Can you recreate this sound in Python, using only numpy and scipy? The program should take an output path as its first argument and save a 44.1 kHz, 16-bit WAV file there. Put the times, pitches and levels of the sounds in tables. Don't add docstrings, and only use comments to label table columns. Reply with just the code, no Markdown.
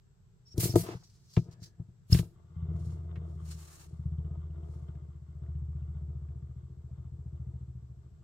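import sys
import numpy as np
from scipy import signal
from scipy.fft import rfft, irfft
from scipy.io import wavfile
from scipy.ndimage import uniform_filter1d

SR = 44100
rng = np.random.default_rng(int(sys.argv[2]) if len(sys.argv) > 2 else 0)


def waveform_to_disk(signal):
    frames = np.transpose(np.atleast_2d(signal))
    scaled = np.clip(frames, -1, 1) * 32767
    samples = np.round(scaled).astype(np.int16)
    wavfile.write(sys.argv[1], SR, samples)


def volts_from_decibels(level):
    exponent = np.asarray(level, float) / 20
    return 10 ** exponent


N = 362943
T = np.arange(N) / SR

# frequency in Hz, density in dB per Hz.
ROOM = [(15, -39), (25, -4), (64, -7.5), (130, -1.5), (161, -6), (285, -34), (405, -22.5), (503, -33.5),
        (1520, -37), (2160, -44), (7110, -44.5), (7710, -35.5), (9070, -65.5), (12500, -50.5),
        (16000, -66.5)]
# frequency in Hz, likeness from 0 to 1.
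ROOM_ALIKE = [(60, 0.92), (300, 0.3), (1400, 0), (4000, 0.02)]

# start in seconds, level in dB, centre in Hz, t60 in seconds.
TICKS = [
    (.579, -36, 7700, .03),
    (0.599, -37.5, 10000, 0.075),
    (0.758, -28.5, 6050, 0.012),
    (.758, -38.5, 1540, 0.028),
    (1.024, -65.5, 949, .08),
    (1.366, -36.5, 1820, .06),
    (2.146, -38, 2513, 0.068),
    (2.188, -39, 2390, 0.051),
    (3.111, -68, 1480, 0.024),
    (3.157, -54.5, 1560, 0.088),
]
# start in seconds, level in dB, centre in Hz.
SPECKS = [(1.6287, -59.5, 1080), (4.8868, -66.5, 1220), (4.9536, -63.5, 1240), (5.1334, -71.5, 1280),
          (5.4625, -67, 1140), (5.5494, -68, 1110), (5.7304, -67, 1000), (5.7638, -64, 1050),
          (6.2871, -66.5, 1220), (6.4238, -69, 1220), (6.4704, -71.5, 1240), (7.2833, -69, 1020)]
# start in seconds, level in
# dB, frequency in Hz, length in seconds.
SQUEAKS = [(0.446, -58, 5400, 0.074), (0.497, -57.5, 5500, 0.059), (0.686, -39, 5510, 0.037),
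           (1.022, -64, 5750, 0.079), (1.418, -76, 1712, 0.46), (2.124, -26, 5170, 0.012),
           (2.132, -34.5, 5300, 0.021), (4.176, -73.5, 3150, 0.022), (4.37, -77.5, 3440, .012),
           (4.5, -72, 2810, 0.014), (4.629, -72, 3110, 0.017), (4.879, -71, 3180, .018),
           (4.244, -74, 3050, .015), (5.55, -75.5, 3094, .015), (5.819, -75, 2760, 0.016)]

# start of full strength in seconds, rise in seconds per 30 dB,
# hold in seconds, fall in seconds per 30 dB, level in dB.
SKIN = [
    (.476, -0.3, 0.04, 0.6, -80),
    (.68, -0.08, 0.064, 0.45, -54.5),
    (1.035, -0.1, 0.014, 0.1, -67.5),
    (1.512, -0.8, .03, -0.32, -69.5),
    (1.63, 0.04, 0.028, 0.06, -58),
    (1.375, 0.22, .005, 0.13, -60),
]
WOOD = [
    (.608, 0.034, 0.041, 0.12, -44.5),
    (.757, .005, 0.043, 0.12, -51),
]
SLEEVE = [
    (3.46, 0.048, 0.056, 0.067, -73),
    (3.6, 0.16, 0.24, .07, -69.5),
]
FLICK = [
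    (2.126, .035, .02, .12, -46),
    (2.19, .03, 0.012, 0.035, -56.5),
]
FELT = [
    (.86, .1, 0.065, 0.095, -65),
    (1.52, 0.12, 0.023, 0.067, -85),
]
CLOTH = [
    (1.105, 0.12, 0.23, 0.11, -86.5),
    (2.82, 0.18, .04, .15, -78),
    (2.9, 0.069, 0.023, 0.3, -83.5),
    (3.27, .1, 0.24, .1, -88),
    (3.515, 0.078, .005, 0.1, -62.5),
    (3.87, 0.059, .02, 0.54, -85.5),
    (4.71, 0.22, 0.031, 0.41, -84.5),
]
# strokes as above, then levels in dB at 4.4-5.9, 1.5-3.8, 6-8, 8.5-15, 0.5-1.3 kHz.
RUBS = [
    (SKIN, (-0.4, -17, -9.5, -12, -25)),
    (WOOD, (1.7, -4, 1, 8.5, -16)),
    (FELT, (1, 6.5, -1, -18, 13)),
    (CLOTH, (0.9, -1, 4.5, -4.5, -14)),
    (SLEEVE, (0.3, 0.033, 4.9, 1.4, 0.72)),
    (FLICK, (-1, -3, -3.5, 2, -10)),
]
# time in seconds, delay of the left port in samples.
RUB_LAG = [(.8, 19), (1.4, -14), (2.1, -32)]

# start in seconds, hold in seconds, fall in seconds per 30 dB,
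# middle family level in dB, high family level in dB.
DRAG = [
    (0.565, .13, 0.09, -29, -46.5),
    (0.742, 0.058, 0.03, -24, -41),
    (0.837, 0.11, -0.1435, -38.5, -43),
    (0.952, 0.0078, 1.4, -59, -76),
    (1.415, 0.0085, 0.2, -44, -62.5),
    (1.463, 0.018, 1, -46, -66),
    (1.809, 0.0088, -0.83, -37, -69),
    (1.887, .01, -1.2, -47, -77),
    (2.199, 0.003, 0.21, -35, -52.5),
    (2.256, 0.017, -0.14, -57, -73),
]
# start in seconds, middle, held and high family levels in dB, contact in milliseconds.
KNOCKS = [(0.541, -39.5, -32, -45, 7.1), (0.577, -11, -24, -20, 8.2), (0.584, -21, -25, -20.5, 9.6),
          (0.63, -30, -34.5, -28.5, 2.5), (0.636, -17.5, -53, -48, 5.1), (0.653, -27.5, -54, -23.5, 5.4),
          (0.691, -22.5, -30, -33, 3.6), (0.7, -27.5, -42, -42.5, 2), (0.738, -25, -24, -32, 2.3),
          (0.757, -14, -32, -7.5, 3.15), (0.763, -22.5, -23.5, -20, 5.7), (0.828, -30, -43, -58, 2.8),
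          (0.948, -28.5, -44.5, -53, 4.45), (1.371, -10, -36, -22.5, 1.06), (1.408, -31, -47, -60, 2.7),
          (1.485, -36, -46, -59, 1.9), (1.618, -37.5, -44, -55, 2.7), (1.797, -28.5, -38.5, -51, 2.8),
          (1.884, -39, -51.5, -64.5, 5.2), (2.097, -28.5, -33, -46, 4.9), (2.121, -6, -7, -29.5, 5.8),
          (2.146, -11, -14.5, -26.5, 4.17), (2.192, -16, -38, -32.5, 1.26), (2.217, -22, -28.5, -55, 9.7)]

# frequency in Hz, level in dB, t60 in seconds, sign of the first swing.
BOARD_LOW = [(77.8, -1, 0.3, 0.97), (86.3, -4.5, 0.38, 0.97), (47.4, -7, 0.96, 0.99)]
BOARD_MID = [(120.3, 1, .12, 0.92), (161.2, 0.5, .09, 0.93), (187.1, -9, .09, -0.88)]
BOARD_HIGH = [(345.7, 1, 0.078, 0.65), (390, -9, .09, 0.31), (466.8, -9.5, 0.05, -1),
              (632.7, -10.5, 0.034, 0.92), (678, -18.5, 0.087, 0.88), (902.7, -18, 0.053, -0.77),
              (978, -17, 0.031, 0.85), (1230, -19.5, 0.042, 1)]
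BOARD_HELD = [(107.15, -3, 0.28, 0.93), (82.7, -6.5, 0.14, 0.83)]
BOARD_PAN_DB = (.6, 2.2, 5.)
# frequency in Hz, level in dB, t60 in seconds, signed weight.
TOP_MODES = [(887, -7, 0.091, 0.65), (1079, -4, 0.12, -0.5), (1174, -1.5, 0.046, 0.8),
             (1420, -8.5, 0.017, -2), (2110, -11, .03, 0.86), (2870, -2, 0.011, 0.3), (3150, -16, 0.022, 1),
             (3630, -7.5, 0.019, -0.5)]
# time in seconds, hop level in dB, lobe level in dB, grit level in dB.
ROLL = [(2.32, -78.5, -66.5, -72), (2.499, -50, -61, -71), (2.58, -36, -38.5, -66.5),
        (2.719, -33, -36.5, -56), (3.051, -43.5, -36.5, -56.5), (3.5, -42.5, -43.5, -61.5),
        (3.751, -60.5, -70, -67.5), (4.05, -32.5, -42, -66), (4.199, -33.5, -43.5, -60),
        (4.45, -43.5, -39.5, -61), (4.95, -42.5, -53, -61), (5.22, -46.5, -63.5, -75.5),
        (5.5, -37, -38, -64.5), (5.95, -39.5, -42, -65), (6.249, -39.5, -42, -65), (6.7, -46, -60, -69.5),
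        (7.502, -40, -49, -66.5), (8.23, -55, -53.5, -74.5)]

LANDS_S, SPIN_S, SPIN_HZ, SPIN_HZ_PER_S = 2.32, 2.4985, 16.4629, -.4708
WOBBLE_HZ, WOBBLE_HZ_PER_S, WOBBLE_START, WOBBLE_TURNS = .6375, .0161, .757, .0393
LOW_DB, LOW_DB_PER_S = -3.3, 2
BOUNCE_DB, BOUNCE_DB_PER_S, BOUNCE_MS, BOUNCE_MS_PER_S = -2.5, 0.56, 12.84, 0.44
RATTLE_DB, RATTLE_DB_PER_S = -1.5, -2.5
RATTLE_WOBBLE_DB, RATTLE_LAG_TURNS = 3, .22
AIR_DB, AIR_DB_PER_S, AIR_FOLLOWS = -70.5, -1.5, 0.39


def band(x, lo_hz, hi_hz, order=2):
    return signal.sosfilt(signal.butter(order, [lo_hz, hi_hz], "band", fs=SR, output="sos"), x)


def highpass(x, hz):
    return signal.sosfilt(signal.butter(2, hz, "high", fs=SR, output="sos"), x)


def unit(x):
    return x / np.sqrt(np.mean(x ** 2))


def walk(rate):
    hold = int(SR / rate)
    steps = np.repeat(rng.standard_normal(N // hold + 1), hold)
    return 1.3 * uniform_filter1d(uniform_filter1d(steps, hold), hold)[:N]


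def pan(x, db):
    return x * volts_from_decibels(np.array([[.5], [-.5]]) * db)


def over_log_hz(hz, table):
    points_hz, values = np.transpose(table)
    return np.interp(np.log(hz), np.log(points_hz), values)


def ring(force, modes):
    t = T[:SR // 2]
    response = np.zeros(len(t))
    for hz, db, t60, sign in modes:
        response += sign * volts_from_decibels(db) * np.sin(2 * np.pi * hz * t) * 1000. ** (-t / t60)
    response /= np.abs(response).max()
    return signal.fftconvolve(force, response[None], axes=1)[:, :N]


def add(force, s, event):
    i = int(s * SR)
    n = min(event.shape[-1], N - i)
    if n > 0:
        force[..., i:i + n] += event[..., :n]


def push(ms):
    w = np.hanning(max(int(ms * SR / 1000), 4))
    return w / w.sum()


def swell(rows):
    gain = np.zeros(N)
    for s, rise, hold, fall, db in rows:
        rise, fall = max(rise, 1e-3), max(fall, 1e-3)
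        span = slice(max(int((s - 2 * rise) * SR), 0), int((s + hold + 2 * fall) * SR))
        late = T[span] - s
        below = np.maximum(-late / rise, (late - hold) / fall).clip(0)
        gain[span] += volts_from_decibels(db - 30 * below)
    return gain


def room():
    hz = np.maximum(np.fft.rfftfreq(N, 1 / SR), 1)
    gain = volts_from_decibels(over_log_hz(hz, ROOM))
    alike = np.clip(over_log_hz(hz, ROOM_ALIKE), 0, 1)
    mid, side = rfft(rng.standard_normal((2, N)), axis=1) * gain
    spectrum = mid * np.sqrt(1 + alike) + np.array([[1], [-1]]) * side * np.sqrt(1 - alike)
    out = irfft(spectrum, N, axis=1)
    out = out / np.std(band(out.mean(axis=0), 195.8, 16000, order=4))
    hum = band(out, 25, 220)
    waver = volts_from_decibels(walk(5.6)) - 1
    return pan(volts_from_decibels(-73.5) * (out + hum * waver), 1.1)


def ticks():
    out, t = np.zeros((2, N)), T[:SR // 8]
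    dust = [(s, db - 4, hz, .03) for s, db, hz in SPECKS]
    for s, db, hz, t60 in TICKS + dust:
        noise = rng.standard_normal((3, len(t)))
        crack = unit(band(noise[:2] + noise[2], hz / 2.1, hz * 1.6))
        add(out, s, volts_from_decibels(db) * crack * 1000. ** (-t / t60))
    return out


def squeaks():
    out = np.zeros((2, N))
    for s, db, hz, length_s in SQUEAKS:
        n = int(length_s * SR)
        envelope = np.hanning(n) * volts_from_decibels(3. * walk(50)[:n])
        phase = np.cumsum(rng.standard_normal((2, n)), axis=1) * .12
        add(out, s, volts_from_decibels(db) * envelope * np.sin(2 * np.pi * hz * T[:n] + phase))
    return out


def rubbing():
    out = np.zeros((2, N))
    edges_hz = ((4200, 6100), (1200, 4300), (5900, 8400), (8200, 15700), (450, 1300))
    signs = (1, -1, -1, 1, 1)
    for rows, colour_db in RUBS:
        gain = swell(rows)
        i, j = np.flatnonzero(gain)[[0, -1]]
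        n = j - i
        lag = np.interp(T[i:j], *np.transpose(RUB_LAG)).astype(int)
        noise = rng.standard_normal((3, n)) * volts_from_decibels(1.6 * rng.exponential(size=n))
        left, right = noise[2, np.arange(n) - lag - 40], np.roll(noise[2], 40)
        noise = 1.2 * noise[:2] + np.array([left, right])
        sparse = rng.random(600) < .05
        echoes = rng.standard_normal(600) * sparse * np.exp(-np.arange(600) / 300.)
        echoes[0] = 8
        noise = signal.oaconvolve(noise, echoes[None], axes=1)[:, :n]
        for sign, db, edge in zip(signs, colour_db, edges_hz):
            out[:, i:j] += gain[i:j] * sign * volts_from_decibels(db) * unit(band(noise, *edge))
    return out * volts_from_decibels(0.5 + 1.8 * walk(120))


def drag():
    grains = rng.standard_normal((2, N)) * volts_from_decibels(4.4 * rng.exponential(size=N) + 1.2 * walk(40))
    rise_s = 0.025
    mid_gain = swell([(s, rise_s, hold, fall, mid_db) for s, hold, fall, mid_db, high_db in DRAG])
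    high_gain = swell([(s, rise_s, hold, fall, high_db) for s, hold, fall, mid_db, high_db in DRAG])
    force = np.zeros((4, 2, N))
    force[1] = pan(mid_gain * volts_from_decibels(-31) * unit(grains[0]), 3.8)
    force[2] = pan(high_gain * volts_from_decibels(-21) * unit(grains[1]), 4.)
    return force


def knocks():
    force = np.zeros((4, N))
    for s, mid_db, held_db, high_db, ms in KNOCKS:
        add(force[3], s, volts_from_decibels(held_db) * push(1.24 * ms))
        add(force[1], s, volts_from_decibels(mid_db + 0.5) * push(ms))
        add(force[2], s, volts_from_decibels(high_db) * push(0.3 * ms))
    return np.array([pan(f, db) for f, db in zip(force, (0, 3.2, 4.5, 2.4))])


def top():
    u = T - SPIN_S
    wobble = 2 * np.pi * (WOBBLE_HZ * u + WOBBLE_HZ_PER_S * u ** 2 / 2 + WOBBLE_START)
    turn = SPIN_HZ * u + SPIN_HZ_PER_S * u ** 2 / 2 + WOBBLE_TURNS * np.sin(wobble)
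    s, *columns = np.transpose(ROLL)
    hop_db, lobes_db, grit_db = (np.interp(T, s, c, left=-120) for c in columns)
    grit_db += 1.3 * walk(9)
    down_db = np.where(T > LANDS_S, 0, -120)
    air_db = down_db + AIR_DB + AIR_DB_PER_S * u + AIR_FOLLOWS * (grit_db + 62.5)
    swing_db = RATTLE_WOBBLE_DB * np.cos(wobble - 2 * np.pi * RATTLE_LAG_TURNS)
    rattle_db = np.minimum(RATTLE_DB + RATTLE_DB_PER_S * u + swing_db, 0)

    new_turn = np.diff(np.floor(turn)) > 0
    hops = np.flatnonzero(new_turn & (T[1:] > LANDS_S))
    chance = rng.standard_normal((len(hops), 11))
    force, landing = np.zeros((3, N)), np.zeros(N)
    for k, i in enumerate(hops):
        delay_s = (BOUNCE_MS + BOUNCE_MS_PER_S * u[i] + 0.16 * chance[k, 0]) / 1000
        first_db = BOUNCE_DB + BOUNCE_DB_PER_S * u[i]
        low_db = hop_db[i] + LOW_DB + LOW_DB_PER_S * u[i]
        for b, luck in enumerate(chance[k, 1:].reshape(5, 2)):
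            when = T[i] + b * delay_s
            db = min(b, 1) * first_db + max(b - 1, 0) * rattle_db[i]
            add(force[0], when, volts_from_decibels(low_db + db) * push(2.7))
            add(force[1], when - .0015, volts_from_decibels(hop_db[i] + db + 10.5 + 1.9 * luck[0]) * push(5.14))
            add(force[2], when, volts_from_decibels(grit_db[i] + db - 8.0 + 1.8 * luck[1]) * push(0.28))
            add(landing, when, volts_from_decibels(2.5 * luck[1]) * np.hanning(400))
    force[0] += volts_from_decibels(lobes_db - 51.0) * np.sin(5 * 2 * np.pi * turn + 2.12)

    grit = unit(rng.standard_normal((4, N)) * volts_from_decibels(2.2 * rng.exponential(size=N)))
    grit = grit * (.75 + 1.1 * landing)
    force = np.array([pan(f, db) for f, db in zip(force, BOARD_PAN_DB)])
    force[2] += pan((grit[:2] + .8 * grit[0]) * volts_from_decibels(grit_db - 26 + 1.5 * walk(30)), 4.)
    force[1] += pan(grit[1] * volts_from_decibels(hop_db - 44), 2.5)
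    force[1] = band(force[1], 4, 205.5, order=3)
    force[2] = band(force[2], 280, 3700, order=3)
    crushed = volts_from_decibels(4.5 * rng.exponential(size=N).clip(0, 4) * (rng.random(N) < .015))
    air = ring(grit[2:] * crushed * volts_from_decibels(air_db - 22.0 + 3.4 * walk(33)), TOP_MODES)
    return -force, pan(air, 2.7)


def scene():
    rolling, air = top()
    force = np.concatenate([rolling, np.zeros((1, 2, N))]) + knocks() + drag()
    families = (BOARD_LOW, BOARD_MID, BOARD_HIGH, BOARD_HELD)
    board = sum(ring(f, modes) for f, modes in zip(force, families))
    board = highpass(board, 68)
    board[1] = np.roll(board[1], 5)
    return board + air + rubbing() + ticks() + squeaks() + room()


def band_limit(x):
    return signal.sosfilt(signal.butter(12, 16660, fs=SR, output="sos"), x)


def record(dry):
    x = highpass(dry, 38)
    x = signal.sosfilt(signal.ellip(8, .3, 50, 15800, fs=SR, output="sos"), x)
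    return band_limit(x)


dry = scene()
out = record(dry)
waveform_to_disk(out)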